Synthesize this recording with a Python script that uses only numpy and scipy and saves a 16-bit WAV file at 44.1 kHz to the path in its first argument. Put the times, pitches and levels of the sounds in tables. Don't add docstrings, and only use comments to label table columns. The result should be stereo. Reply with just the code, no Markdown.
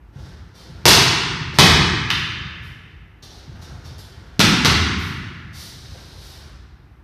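import sys
import numpy as np
from scipy import signal
from scipy.fft import rfft, irfft
from scipy.io import wavfile

SR = 44100
rng = np.random.default_rng(int(sys.argv[2]) if len(sys.argv) > 2 else 0)


def store_wav(level_fs):
    pcm = np.round(np.clip(np.atleast_2d(level_fs), -1, 1) * 32767)
    wavfile.write(sys.argv[1], SR, pcm.T.astype(np.int16))


N = 310032
SIZE = 32768
T = np.arange(SIZE) / SR


def undb(db):
    return 10 ** (np.asarray(db) / 20)


def curve(points, hz):
    table_hz, value = np.transpose(points)
    return np.interp(np.log(hz + 1), np.log(table_hz), value)


def fade(t, t60_s):
    return np.exp(-np.log(1000) * t / np.maximum(t60_s, 1e-4))


def level(x, db):
    return x * undb(db) / np.sqrt(np.sum(x ** 2) * 10 / SR)


def colour(x, points, tilt_db_per_octave=0):
    hz = np.fft.rfftfreq(len(x), 1 / SR)
    octaves = np.log2(np.maximum(hz, 400) / 3000)
    gain = undb(curve(points, hz) + tilt_db_per_octave * octaves)
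    cepstrum = irfft(np.log(gain), len(x))
    cepstrum[1:len(x) // 2] *= 2
    cepstrum[len(x) // 2 + 1:] = 0
    return irfft(rfft(x) * np.exp(rfft(cepstrum)), len(x))


def filtered(x, order, hz, kind="low"):
    return signal.sosfilt(signal.butter(order, hz, kind, fs=SR, output="sos"), x)


def add(track, start_s, x):
    i = int(start_s * SR)
    track[..., i:i + x.shape[-1]] += x[..., :N - i]


def tail(build_s=0.0063):
    # pitch_hz, t60_s
    hall_decay = [(50, 1.8), (120, 2.45), (240, 1.89), (380, 1.6), (500, 0.84), (600, 0.58), (740, 1.03),
                  (1000, 1.53), (1800, 1.93), (2800, 1.56), (4000, 1.195), (5600, 1.025), (8000, 0.87),
                  (13000, 0.47)]
    hz, t, z = signal.stft(rng.standard_normal(4 * SIZE), SR, nperseg=1024)
    decay = fade(t, curve(hall_decay, hz)[:, None])
    x = signal.istft(z * decay, SR)[1]
    build_up = 1 - np.exp(-np.arange(len(x)) / SR / build_s)
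    return x * build_up * np.sqrt(10 / SR)


def hall(x, direct_db=-9.5, boom_hz=79, boom_q=12, boom_db=-3.5):
    # delay_s (varied by up to 10 %), level_db
    first_echoes = [(.0022, -26.5), (.0078, -11), (0.014, -17.5)]
    # pitch_hz, side_db
    stereo_width = [(3700, -75), (4400, -16), (6000, -13), (7500, -4), (14000, -5)]
    mid = tail()
    boom = signal.lfilter(*signal.iirpeak(boom_hz, boom_q, SR), mid)
    mid = mid + undb(boom_db) * boom
    mid[0] += undb(direct_db)
    for delay_s, echo_db in first_echoes:
        mid[int(delay_s * SR * rng.uniform(.9, 1.1))] += undb(echo_db)
    side = colour(tail(), stereo_width)
    return signal.fftconvolve(x[None], np.array([mid + side, mid - side]), axes=1)


def thud(hz, cycles):
    swing = np.sin(2 * np.pi * hz * T) * fade(T, cycles / hz)
    return filtered(swing, 2, 62, "high")


def air(rms_db=-42):
    # (per Hz, relative)
    air_spectrum = [(25, -17), (55, 4), (90, -2.5), (140, -11), (220, -20), (330, -17.5), (560, -33),
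                    (800, -26.5), (1500, -31), (2500, -37), (4500, -51.5), (7000, -58.5), (14000, -54.5)]
    x = colour(rng.standard_normal(N), air_spectrum)
    return x * undb(rms_db) / np.std(x)


def swell_db(t):
    # time_s, swell_db
    swell_points = [(0, -12), (.11, -9), (.16, 8.5), (.45, -6.5), (.63, 4.5), (2.6, -1.5), (3.15, -17.5),
                    (3.3, 0.5), (3.8, 4.5), (5.7, -3), (6.5, 3.5), (6.6, -23), (7.03, -11.5)]
    return np.interp(t, *np.transpose(swell_points))


def mid_noise(noise_db=-50.5, grain_db=4, grain_samples=512):
    # (per Hz, relative)
    mid_spectrum = [(100, 3.5), (330, 3.5), (800, 0.5), (1100, -3), (1400, .5), (1800, -3.5), (2500, -9.5),
                    (4500, -10.5), (5900, -12), (7200, -22.5), (14500, -27.5)]
    grain_levels = rng.standard_normal(N // grain_samples + 1)
    grains = undb(grain_db * np.repeat(grain_levels, grain_samples)[:N])
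    noise = colour(rng.standard_normal(N) * grains, mid_spectrum)
    gain = undb(noise_db + swell_db(np.arange(N) / SR))
    return hall(noise / np.std(noise) * gain)[:, :N]


def footfalls(pace_per_s=4.6, shuffle_db=-43.5, shuffle_hz=108, stray=0.15, pitch_spread=0.24, count=64):
    # start_s, level_db, thud_hz
    placed_thuds = [(0.158, -36.5, 115), (1.409, -30.5, 129.5), (1.640, -21, 73), (2.410, -38.5, 85.6),
                    (3.491, -38, 88.5), (3.840, -46.5, 85.5), (5.210, -44, 111.3), (5.905, -43, 78.7),
                    (6.455, -43.5, 92)]
    shift, pitch = rng.standard_normal((count, 2)).T
    times_s = (np.arange(count) + 1 + stray * shift) / pace_per_s
    levels_db = shuffle_db + swell_db(times_s)
    shuffle = zip(times_s, levels_db, shuffle_hz * np.exp(pitch_spread * pitch))
    return placed_thuds + [step for step in shuffle if 0 < step[0] < N / SR]


def sole_hiss(length_s, start_hz=5250, width_hz=1900, sag=.14):
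    centre_hz = start_hz * (1 - sag * np.tanh(T / length_s))
    band = filtered(rng.standard_normal((2, SIZE)), 2, width_hz / 2)
    carrier = np.exp(2j * np.pi * np.cumsum(centre_hz) / SR)
    return np.real((band[0] + 1j * band[1]) * carrier)


def scuff(length_s, tilt_db_per_octave, grain_db=4, hiss_db=-3):
    # (per Hz, relative)
    brush_spectrum = [(100, 3.5), (350, 1.5), (550, 2), (800, 0), (1400, -7), (2600, -8), (3700, 1.5),
                      (4800, -3), (5900, -7), (7200, -12.5), (10000, -11.5), (14500, -14.5)]
    grains = undb(grain_db * np.repeat(rng.standard_normal(SIZE // 64), 64))
    envelope = np.sqrt(T / length_s) * np.exp(-(T / length_s) ** 2)
    rub = colour(rng.standard_normal(SIZE) * grains * envelope, brush_spectrum, tilt_db_per_octave)
    return level(rub, 0) + level(sole_hiss(length_s) * envelope, hiss_db)


def footwork(cycles=3.4, heel_top_hz=330, floor_db=-10, spot_count=3):
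    # start_s, level_db, length_s, tilt_db_per_octave
    scuff_events = [(0.17, -46.5, .11, -2), (0.536, -42.5, 0.09, -1), (1.535, -35.5, .027, -2),
                    (2.614, -51.5, 0.066, 6.5), (3.223, -40.5, 0.016, -0.5), (3.30, -44, 0.071, -1.5),
                    (3.611, -42.5, 0.024, 0), (3.840, -42, 0.034, -1.5), (3.980, -42.5, 0.017, 2),
                    (4.974, -38, 0.096, 3.5), (5.525, -33, 0.13, 3), (5.68, -37.5, 0.54, 0),
                    (6.17, -40, 0.16, 2.5)]
    heels, spots = np.zeros(N), np.zeros((spot_count, N))
    for k, (start_s, level_db, hz) in enumerate(footfalls()):
        step = level(filtered(thud(hz, cycles), 2, heel_top_hz), level_db)
        add(heels, start_s, step)
        add(spots[k % spot_count], start_s, step)
    for k, (start_s, level_db, length_s, tilt) in enumerate(scuff_events):
        add(spots[k % spot_count], start_s, level(scuff(length_s, tilt), level_db))
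    return sum(hall(spot) for spot in spots)[:, :N] + undb(floor_db) * heels


def crack(t60_s):
    z = rfft(rng.standard_normal(SIZE) * fade(T, t60_s))
    return irfft(z / np.abs(z)) * fade(T, 10 * t60_s)


def ring(modes):
    x = np.zeros(SIZE)
    for k, (hz, db, t60_s) in enumerate(modes):
        x += (-1) ** k * undb(db) * np.sin(2 * np.pi * hz * T) * fade(T, t60_s)
    return x


def blows(slap_t60_s=0.018, cycles=4.9, knock_db=0.5, knock_rise=2.43, straight_db=-15):
    # start_s, slap_db, slap_tilt_db_per_octave, thump_db, thump_hz
    blow_events = [(0.8546, -6, 1.5, -20.5, 156), (0.88, -6.5, 2.5, -24, 162),
                   (1.5865, -5, -0.84, -13.5, 150), (4.3940, -15.5, 1, -13, 208),
                   (4.4031, -10.5, -1.8, -28.5, 120), (4.648, -13, -1.5, -19, 89),
                   (4.6549, -15.5, -2.95, -19.5, 145)]
    # (per Hz, relative)
    slap_spectrum = [(60, -8.5), (200, -7), (370, -3), (600, -9.5), (900, -6), (1300, -0.5), (2400, -0.5),
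                     (3800, 2), (5000, 0), (6000, -2.5), (7100, -12), (10000, -15.5), (14500, -17.5)]
    # mode_hz, level_db (relative), t60_s
    shell_modes = [(369, 0, 0.014), (446, -0.5, 0.016), (684, -4.5, 0.015), (873, -2.5, 0.022),
                   (977, 2, 0.0074)]
    out = np.zeros((2, N))
    for start_s, slap_db, tilt, thump_db, thump_hz in blow_events:
        slap = level(colour(crack(slap_t60_s), slap_spectrum, tilt), slap_db)
        thump = level(thud(thump_hz, cycles), thump_db)
        knock = level(ring(shell_modes), knock_db + knock_rise * slap_db)
        body = thump + knock
        add(out, start_s, hall(slap))
        add(out, start_s, hall(body))
        add(out, start_s, undb(straight_db) * body)
    return out


def clacks(click_t60_s=0.017, clear_db=-16):
    # start_s, click_db, ring_db
    clack_events = [(2.1030, -18.5, -25.5)]
    # (per Hz, relative)
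    click_spectrum = [(300, -53), (750, -10.5), (1150, -2), (1900, 0), (3000, 4.5), (4500, -3),
                      (5900, -7.5), (7200, -22.5), (14500, -26.5)]
    # mode_hz, level_db (relative), t60_s
    stick_modes = [(1731, -1, 0.1), (2580, -13, .02), (3100, 4, 0.059), (3620, 4, 0.048), (4020, -6, .07)]
    out = np.zeros((2, N))
    for start_s, click_db, ring_db in clack_events:
        click = level(colour(crack(click_t60_s), click_spectrum), click_db)
        add(out, start_s, hall(click) + hall(level(ring(stick_modes), ring_db)))
        add(out, start_s, undb(clear_db) * click)
    return out


def scene():
    return air() + mid_noise() + footwork() + clacks() + blows()


def record(dry, drive_db=-2.3, ceiling=0.82, knee=9, top_hz=14300):
    x = undb(drive_db) * filtered(dry, 4, 45, "high")
    x = x / (1 + np.abs(x / ceiling) ** knee) ** (1 / knee)
    return signal.sosfilt(signal.ellip(10, .2, 70, top_hz, fs=SR, output="sos"), x)


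dry = scene()
out = record(dry)
store_wav(out)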